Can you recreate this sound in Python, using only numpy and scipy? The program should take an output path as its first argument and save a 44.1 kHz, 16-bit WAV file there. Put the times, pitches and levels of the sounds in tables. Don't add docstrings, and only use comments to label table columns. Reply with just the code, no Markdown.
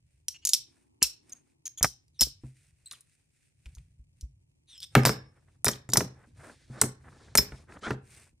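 import sys
import numpy as np
from scipy import signal
from scipy.fft import rfft, irfft, next_fast_len
from scipy.io import wavfile
from scipy.ndimage import uniform_filter1d

SR = 44100
rng = np.random.default_rng(int(sys.argv[2]) if len(sys.argv) > 2 else 0)


def bounce(signal):
    frames = np.transpose(np.atleast_2d(signal))
    limited = np.clip(frames, -1, 1)
    pcm = np.round(limited * 32767).astype(np.int16)
    wavfile.write(sys.argv[1], SR, pcm)


def invert_db(level):
    return 10 ** (np.asarray(level, dtype=float) / 20)


N = 370440

# frequency in Hz, relative density in dB per Hz.
HUSH_COLOUR = [(88, -32), (150, -9), (177, -23.5), (275, -24), (512, -32), (551, -30), (872, -37.5),
               (1480, -43.5), (2400, -32), (3500, -40.5), (9000, -36), (12000, -50.5), (15600, -68.5),
               (22000, -120)]
HUSH_DB = -77.5
# frequency in Hz, left-right likeness from -1 to 1.
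HUSH_LIKENESS = [(60, 0.99), (240, -0.13), (950, -0.71), (3770, -0.87), (15000, .3)]

# time in seconds, level in dB.
DRONE_LEVEL = [(0, -95), (.5, -72), (1.352, -71), (1.799, -81), (3.399, -91), (4.8, -81.5), (6, -76),
               (7.8, -74.5), (8.4, -85)]
# frequency in Hz, relative density in dB per Hz.
DRONE_COLOUR = [(160, -29.5), (230, -3), (340, -2), (450, -15), (600, -30), (900, -13), (1300, -29.5),
                (2500, -87.5)]

# start in seconds, end in seconds, skin or hiss drive in dB, mat drive in dB.
STROKES = [(0.03, 0.254, -81.5, -100), (0.65, 0.882, -73, -79.5), (1.237, 1.425, -67.5, -70.5),
           (1.46, 1.527, -80.5, -83.5), (2.425, 2.505, -69.5, -89), (2.512, 2.733, -68.5, -80),
           (2.754, 2.889, -75, -85), (2.89, 3.009, -66.5, -76.5), (2.988, 3.294, -75, -87),
           (3.292, 3.515, -74.5, -96), (3.408, 4.1, -81, -99), (3.633, 3.718, -77.5, -90),
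           (3.705, 3.86, -84.5, -83), (4.173, 4.248, -76.5, -99), (4.932, 4.985, -64, -69.5),
           (5.207, 5.584, -81, -75), (5.492, 5.566, -80, -77), (6.121, 6.326, -76.5, -64),
           (6.366, 6.555, -61.5, -51), (6.564, 6.67, -74.5, -66.5), (6.696, 6.866, -64.5, -50.5),
           (7.011, 7.145, -69.5, -58), (7.083, 7.387, -76, -57.5), (7.428, 7.659, -66, -57),
           (7.704, 7.78, -67, -49), (7.843, 7.918, -68, -36), (7.897, 8.011, -89, -72),
           (8.042, 8.304, -57.5, -64.5)]
# time in seconds, level in dB.
ARM_LEVEL = [(0.0, -71.5), (2.132, -73), (2.291, -64.5), (3.41, -77), (3.81, -55), (4.58, -71.5),
             (5.12, -53), (5.398, -65.5), (7.948, -56), (8.4, -68)]
# frequency in Hz, relative density in dB per Hz.
SKIN_COLOUR = [(880, -33.5), (1500, -6.5), (2560, 0.5), (3090, -9.5), (7240, -6), (8920, 1), (11400, -15.5),
               (16000, -27.5)]
MAT_COLOUR = [(120, -18), (200, -1.5), (923, -8), (1080, -7.5), (1690, -4), (2810, -18), (3630, -14.5),
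              (7300, -23), (10300, -33), (11700, -61.5), (19800, -120)]
ARM_COLOUR = [(15, -30.5), (25, -11), (76, 8), (144, 3.5), (193, -15.5), (250, -20), (320, -42),
              (550, -120)]

# time in seconds, crack peak in dB, crack colour in Hz, ring drive in dB, loss per rebound in dB.
SNAPS = [(0.2828, -15.5, 5790, -15, 21.5), (0.4511, -9.5, 6760, -10.5, 14.5),
         (0.4716, -9.5, 6370, -16, 15.5), (0.4906, -11.5, 6960, -18, 9.5), (0.5338, -3.5, 5550, -16, 6.5),
         (1.0269, 0.5, 5410, -18, 9), (1.295, -44, 8400, 9, 13), (1.3261, -42.5, 6420, -25, 22),
         (1.658, -28.5, 5600, -6.5, 6.5), (1.7828, -34.5, 6400, -12.5, 22.5),
         (1.8282, -2.5, 5960, -8.5, 10.5), (1.846, -14.5, 5600, -14, 15.5), (2.081, -58, 5030, -35, 28),
         (2.2088, -3.5, 5510, -9, 4), (2.2318, -9, 5200, -17.5, 10.5), (2.9117, -28.5, 4050, -34.5, 25),
         (2.915, -40.5, 1260, -35, 13), (2.923, -30, 9450, -32, 8), (2.934, -43, 1350, -35, 26),
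         (3.0076, -39, 9820, -24, 27), (3.658, -41.5, 2300, -26, 7), (3.7501, -42, 6450, -31, 9),
         (3.783, -49, 2263, -13, 38), (4.2101, -36.5, 5733, -24, 11.5), (4.778, -41.5, 5260, -2, 28),
         (4.803, -32, 4900, -6, 23.5), (4.8295, -30, 4930, -11.5, 6.5), (4.9517, -4, 2050, -42.5, 21),
         (4.999, -35, 5470, -6.5, 27.5), (5.034, -30, 5200, -7, 23.5), (5.0525, -1, 5160, -23, 36.5),
         (5.0592, -4.5, 4580, -13.5, 33), (5.0721, -17, 5150, -8.5, 29.5), (5.0929, -18.5, 5305, -11, 13.5),
         (5.6445, -9.5, 10230, -6.5, 23.5), (5.6538, -11.5, 9700, -10, 15), (5.661, -15.5, 5370, -12, 6),
         (5.682, -7.5, 5570, -12.5, 8.5), (5.7136, -23.5, 6600, -16, 21), (5.733, -30, 3300, -17, 10.5),
         (5.756, -41, 4000, -10, 15.5), (5.89, -33.5, 7350, -8, 14), (5.9, -32, 6900, -9, 9),
         (5.92, -30.5, 4750, -14, 15), (5.935, -3, 5770, -16.5, 24.5), (5.971, -2.5, 5980, -16.5, 19.5),
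         (6.0073, -38.5, 5810, -5.5, 24.5), (6.8142, -6, 7920, -33, 13.5), (6.814, -4.5, 9000, -39.5, 11.5),
         (7.3529, -6, 8930, -29, 31), (7.3746, -0.5, 5380, -8, 6), (7.79, -54, 7250, -23, 6.5),
         (7.9065, -29.5, 1454, -40, 35.5)]
PLATE_HZ = [3650, 5275, 5348, 5620, 6500, 7470, 12060, 12250, 14050, 14290]
# relative level in dB, t60 in seconds.
PLATE_RING = [(-8, 0.07), (-4, 0.075), (-34, 0.33), (-10, 0.1), (-14, 0.07), (-14.5, .05), (-9, 0.033),
              (-13, 0.092), (-12.5, 0.065), (-10.5, 0.075)]
REBOUND_S = 0.0063
LET_GO_S = 4.7
HELD_DECAY, HELD_SCATTER = 0.45, 0.02
APART_FROM_S, APART_TO_S = 4.76, 5.5
APART_HIGH_DB = 7
APART_LONGER, APART_SING_DB = 2, 17
OFF_COLOUR_DB_PER_OCTAVE, OFF_COLOUR_MOST_DB = 55, 16
HIGH_RING_DB, HIGH_RING_PER_DB, HIGH_RING_SHARE = -3, 0.5, 0.61

ROOM_T60_S, ROOM_DB, WALL_CUT_HZ = 0.37, -23, 6800

# start in seconds, end in seconds, level in dB, first resonance at the start in Hz, at the end in Hz.
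SCRAPES = [(0.335, 0.38, -53.5, 2780, 2838), (0.41, 0.476, -62.5, 2880, 2900),
           (1.011, 1.059, -36.5, 2780, 2640), (1.334, 1.412, -76, 6600, 6300),
           (2.134, 2.215, -70.5, 4070, 3255), (2.912, 2.97, -58, 4170, 2610),
           (4.664, 4.804, -55, 4090, 2910), (4.812, 4.857, -43.5, 3630, 3640),
           (7.826, 7.892, -38.5, 1295, 1550)]
SCRAPE_SECOND, SCRAPE_THIRD, SCRAPE_WIDTH = 1.55, 2.3, 0.07

# time in seconds, blow level in dB,
# knock hardness in dB, deep thud drive in dB.
SLAPS = [(1.02, -29.5, -6.5, -13), (1.809, -30, -12.5, -5), (1.831, -28, -7, -16), (1.844, -15, -3, -31.5),
         (2.215, -22, -9, -8), (2.27, -35, -29, -24)]
# time in seconds, blow level in dB,
# knock hardness in dB, deep thud drive in dB.
THUMPS = [(2.32, -79, -47, 14), (2.436, -36, -32.5, -4), (2.915, -63.5, -21, -18), (3.661, -51, -11, 17.5),
          (3.77, -60, -5, 25), (3.993, -67.5, -33, 28), (4.228, -60.5, -44.5, 33.5), (4.952, -9.5, 6, -12),
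          (4.965, -7, -16.5, -35), (5.034, -25.5, -8, -26.5), (5.052, -23, 13.5, -28),
          (5.06, -13.5, -4.5, -30.5), (5.071, -21.5, 2, -29.5), (5.093, -16, -5, -34), (5.645, -30, 0, -30),
          (5.667, -18, -0.5, -49), (5.685, -20, -0.5, -43), (5.89, -27, -13, -27),
          (5.933, -20, -6.5, -26.5), (5.957, -27, 4, -42.5), (5.971, -15.5, -3.5, -34),
          (6.006, -18, -6, -45), (6.273, -55.5, -50, -6), (6.7, -43.5, -41, -12), (6.817, -22, 2, -47.5),
          (6.835, -21, -8.5, -28.5), (7.352, -21.5, 5, -26), (7.383, -19, 1, -5.5), (7.52, -34.5, -6, -3.5),
          (7.722, -43.5, -2.5, -29), (7.868, -26, -9.5, -30.5), (7.906, -17, -7, -21.5),
          (8.328, -67.5, -39, 9.5)]
# nominal pitch in Hz, relative level in dB, nominal t60 in seconds.
DESK_MODES = [(128.37, -1.5, 0.28), (233, -5.5, 0.14), (288, -9, 0.1), (412, -11, 0.12), (540, -12.5, 0.03),
              (790, -6.5, 0.0083), (960, -16, 0.07), (1390, -13, 0.05), (1720, -14, 0.035)]

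# start in seconds, end in seconds, level in dB, pitch in Hz,
# drive of the first partial against the second in dB.
SQUEAKS = [(1.32, 1.337, -41.5, 3274, -38), (1.653, 1.683, -37.5, 3277, -28.5),
           (1.774, 1.804, -42, 3330, -7), (2.19, 2.213, -33, 2670, -26.5), (2.857, 2.887, -49, 4090, -4)]
SQUEAK_WIDTH_HZ = 330
SQUEAK_UPPER_DB = (-19.5, -28.5)

LEFT_LAG_SAMPLES, LEFT_DB = 1, 0.2
MIC_TOP_HZ = 15400
LIMIT_DB, RELEASE_DB_PER_S = -3.5, 700


def rms_one(x):
    return x / np.sqrt(np.mean(x ** 2) + 1e-20)


def cut(x, hz, kind, order=2):
    return signal.sosfilt(signal.butter(order, np.clip(hz, 20, 20000), kind, fs=SR, output="sos"), x)


def at_hz(points, hz):
    points_hz, values = np.transpose(points)
    return np.interp(np.log(hz), np.log(points_hz + 1), values)


def follow(points):
    return np.interp(np.arange(N) / SR, *np.transpose(points))


def flicker(rate):
    knots = rng.standard_normal(N // 64)
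    return np.interp(np.arange(N) / SR * rate, np.arange(len(knots)), knots)


def coloured(spectrum, likeness, grain_db):
    hz = np.arange(N // 2 + 1) * SR / N + 1
    grains = rng.standard_normal((2, N)) * invert_db(grain_db * flicker(450))
    mid, side = rfft(grains) * invert_db(at_hz(spectrum, hz))
    alike = np.clip(at_hz(likeness, hz), -1, 1)
    left_right = np.sqrt(1 + alike) * mid + np.sqrt(1 - alike) * side * [[1], [-1]]
    return rms_one(irfft(left_right, N))


def resonance(hz, width_hz):
    r = np.exp(-np.pi * width_hz / SR)
    return (1 - r * r) / 2 * np.array([1, 0, -1]), [1, -2 * r * np.cos(2 * np.pi * hz / SR), r * r]


def ringing(modes, gains_db, t):
    hz, level_db, t60 = np.transpose(modes)[:, :, None]
    fall_db = 60 * t / np.clip(t60, 0.01, 0.4)
    return (invert_db(level_db + gains_db[:, None] - fall_db) * np.sin(2 * np.pi * hz * t)).sum(axis=0)


def add(out, s, sound):
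    i = round(s * SR)
    out[i:i + len(sound)] += sound[:N - i]


def hush():
    return invert_db(HUSH_DB) * coloured(HUSH_COLOUR, HUSH_LIKENESS, grain_db=3.5)


def drone():
    return invert_db(follow(DRONE_LEVEL)) * coloured(DRONE_COLOUR, HUSH_LIKENESS, grain_db=2.0)


def rubbing(spill=0.043):
    skin, mat = np.zeros(N), np.zeros(N)
    for start, end, skin_db, mat_db in STROKES:
        start = max(start - spill, 0)
        swell = np.hanning(round((end + spill - start) * SR))
        add(skin, start, invert_db(skin_db) * swell)
        add(mat, start, invert_db(mat_db) * swell)
    skin = skin * invert_db(2.0 * flicker(35)) * coloured(SKIN_COLOUR, [(3000, 0.85), (9000, 0.49)], grain_db=2.5)
    grit = coloured(MAT_COLOUR, [(500, 0.9), (5000, 0.91)], grain_db=0.5)
    lumps = invert_db(4.1 * flicker(70)) * cut(grit, 2900, "low")
    hiss = invert_db(5.1 * flicker(17)) * cut(grit, 2000, "high")
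    rumble = coloured(ARM_COLOUR, [(50, 1), (300, 1.0)], grain_db=-0.5)
    arm = invert_db(follow(ARM_LEVEL) + 2.8 * flicker(9.7)) * rumble
    return skin + mat * (lumps + hiss) + arm


def plate_contacts(t, apart):
    ms = t * 1000
    fade = np.exp(-ms / (1.0 if apart else 2.6)) + invert_db(-22) * np.exp(-ms / 25)
    fade = fade * (1 - np.exp(-ms / 0.067))
    return rng.standard_normal(len(t)) * invert_db(-2.5 * rng.standard_normal(len(t))) * fade


def plate_crack(contacts, crack_hz, t):
    crack = signal.lfilter(*resonance(crack_hz, 2.0 * crack_hz), contacts) + invert_db(-6) * contacts
    crack += invert_db(13.0) * signal.lfilter(*resonance(crack_hz, 420), contacts)
    first_touch = invert_db(-8) * crack * np.exp(-t / 0.00014)
    crack = cut(crack, 12000, "low", order=3) + first_touch
    crack = cut(crack, 0.5 * crack_hz + 300, "high", order=3)
    return crack / np.abs(crack).max()


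def plate_ring(contacts, crack_hz, first_db, ring_db, held, apart, t):
    nominal_hz = np.array(PLATE_HZ)
    high = nominal_hz > 11000
    bending = np.abs(nominal_hz - 5400) < 300
    clear = bending | high

    octaves_off = np.abs(np.log2(nominal_hz / crack_hz))
    low_db = ring_db - np.minimum(OFF_COLOUR_DB_PER_OCTAVE * octaves_off, OFF_COLOUR_MOST_DB)
    high_db = HIGH_RING_DB + apart * APART_HIGH_DB + HIGH_RING_PER_DB * first_db + HIGH_RING_SHARE * ring_db
    strengths = np.where(high, high_db, low_db) + 3 * rng.standard_normal(len(high))

    scatter = np.where(bending, 0.006 if held else 0.002, np.where(held & ~high, HELD_SCATTER, 0.012))
    detuned = nominal_hz * (1 + scatter * rng.standard_normal(len(high)))
    modes = np.column_stack([detuned, PLATE_RING])
    bending_decay = np.where(apart & (detuned < 5500), APART_LONGER, 1)
    modes[:, 2] *= np.where(bending, bending_decay, HELD_DECAY if held else 1)
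    modes[:, 1] += apart * APART_SING_DB * (modes[:, 2] > 0.3)

    buzz_db = 6 if held else 0 if apart else 3
    buzz = invert_db(buzz_db * np.interp(t * 700, np.arange(250), rng.standard_normal(250)))
    ring = buzz * ringing(modes[~clear], strengths[~clear], t)
    ring = ring + np.sqrt(buzz) * ringing(modes[clear], strengths[clear], t)
    push = contacts / np.sqrt(np.sum(contacts ** 2))
    return signal.fftconvolve(push, ring)


def snaps():
    out, t = np.zeros(N), np.arange(SR // 3) / SR
    crack_t = t[:4096]
    for first, first_db, crack_hz, ring_db, loss_db in SNAPS:
        held, apart = first < LET_GO_S, APART_FROM_S < first < APART_TO_S
        times = first + REBOUND_S * np.arange(4) * rng.uniform(0.79, 1.0, 4)
        for k, s in enumerate(times):
            peak = invert_db(first_db - k * abs(loss_db))
            contacts = plate_contacts(crack_t, apart)
            add(out, s, peak * plate_crack(contacts, crack_hz, crack_t))
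            add(out, s, peak * plate_ring(contacts, crack_hz, first_db, ring_db, held, apart, t))
    return out


def room(x):
    size = next_fast_len(N + SR)
    w = 2 * np.pi * np.arange(size // 2 + 1) / size
    wall = 1 / np.sqrt(1 + (w * SR / (2 * np.pi * WALL_CUT_HZ)) ** 2)
    out = []
    for lags, smears in zip(rng.uniform(0.015, 0.04, (2, 10)), rng.uniform(0.0011, 0.005, (2, 3))):
        echo = 0
        for k, d in enumerate(lags):
            one_round = wall * invert_db(-60 * d / ROOM_T60_S) * np.exp(-1j * w * round(d * SR))
            echo = echo + (-1) ** k / (1 / one_round - 1)
        for d in smears:
            z = np.exp(-1j * w * round(d * SR))
            echo = echo * (z - 0.6) / (1 - 0.27 * z)
        out.append(irfft(rfft(x, size) * echo, size)[:N])
    mid = (out[0] + out[1]) / 2
    side = cut((out[0] - out[1]) / 2, 600, "high")
    return np.array([mid + side, mid - side])


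def scrapes():
    out = np.zeros(N)
    for start, end, level_db, from_hz, to_hz in SCRAPES:
        first_hz = np.linspace(from_hz, to_hz, round((end - start) * SR))
        width_hz = SCRAPE_WIDTH * first_hz.mean()
        hiss, sound = rng.standard_normal(len(first_hz)), np.zeros(len(first_hz))
        for times, gain_db in ((1, 0), (SCRAPE_SECOND, -8), (SCRAPE_THIRD, -7)):
            state = np.zeros(2)
            for i in range(0, len(hiss), 128):
                band = resonance(times * first_hz[i], width_hz)
                part, state = signal.lfilter(*band, hiss[i:i + 128], zi=state)
                sound[i:i + 128] += invert_db(gain_db) * part
        sound = rms_one(cut(sound, min(11000, 3 * from_hz), "low", order=4))
        add(out, start, sound * invert_db(level_db) * signal.windows.tukey(len(hiss), 0.67))
    return out


def blows(rows, ring_db, thud_t60, push_ms=20.0, knock_ms=3.34):
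    out, t = np.zeros(N), np.arange(SR // 2) / SR
    upper = np.array(DESK_MODES)[:, 0] > 350
    for s, level_db, knock_db, deep_db in rows:
        push = rng.standard_normal(len(t)) * np.exp(-t * 1000 / push_ms)
        push = cut(cut(push, 270, "low"), 87, "high")
        knock = rng.standard_normal(len(t)) * np.exp(-t * 1000 / knock_ms)
        knock = cut(cut(knock, 2100, "low", order=4), 400, "high")
        modes = np.array(DESK_MODES, float)
        modes[:, 0] *= 1 + 0.013 * rng.standard_normal(len(modes))
        gains_db = ring_db - 0.49 * knock_db + upper * (knock_db + 12.5) + 3.5 * rng.standard_normal(len(modes))
        top = ringing(modes, gains_db, t) * (1 - np.exp(-t / 0.0016))
        thud = ringing([(60, 6, thud_t60)], np.array([deep_db]), t)
        thud = thud * (1 - np.exp(-t / 0.013))
        blow = invert_db(-6) * push / np.abs(push).max() + top + thud + invert_db(knock_db + 12.0) * knock
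        add(out, s, invert_db(level_db) * blow)
    return out


def slaps():
    return blows(SLAPS, ring_db=-28.5, thud_t60=0.16, push_ms=5.2, knock_ms=5.4)


def squeaks():
    out = np.zeros(N)
    for start, end, level_db, hz, first_db in SQUEAKS:
        slips, sound = rng.standard_normal(round((end - start) * SR)), 0
        grains_db = 5.0 * np.repeat(rng.standard_normal(len(slips) // 64 + 1), 64)[:len(slips)]
        slips = slips * invert_db(grains_db)
        for k, gain_db in enumerate((first_db, 0, *SQUEAK_UPPER_DB)):
            blur = resonance((k + 1) * hz, SQUEAK_WIDTH_HZ * np.sqrt(k + 1))
            sound = sound + invert_db(gain_db) * signal.lfilter(*blur, signal.lfilter(*blur, slips))
        sound = sound + invert_db(-30) * cut(slips, hz / 2, "high")
        add(out, start, invert_db(level_db) * rms_one(sound) * signal.windows.tukey(len(slips), 0.21))
    return out


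def thumps():
    return blows(THUMPS, ring_db=-14, thud_t60=0.12)


def scene():
    loud = snaps() + scrapes() + squeaks() + thumps()
    in_hand = slaps()
    toy = loud + in_hand
    lag = np.exp(-1j * np.linspace(0, np.pi, N // 2 + 1) * LEFT_LAG_SAMPLES)
    direct = np.array([invert_db(LEFT_DB) * irfft(rfft(toy) * lag, N), toy])
    echoes = invert_db(ROOM_DB) * room(loud + invert_db(-26.5) * in_hand)
    return direct + echoes + rubbing() + drone() + hush()


def top_cut(x):
    return signal.sosfilt(signal.butter(12, 16970, fs=SR, output="sos"), x)


def record(dry):
    dry = cut(dry, MIC_TOP_HZ, "low", order=12)
    over_db = np.maximum(20 * np.log10(np.abs(dry).max(axis=0) + 1e-9) - LIMIT_DB, 0)
    ramp = RELEASE_DB_PER_S * np.arange(N) / SR
    held_db = np.maximum(np.maximum.accumulate(over_db + ramp) - ramp, 0)
    mix = dry * invert_db(-uniform_filter1d(held_db, size=32))
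    return top_cut(mix)


dry = scene()
out = record(dry)
bounce(out)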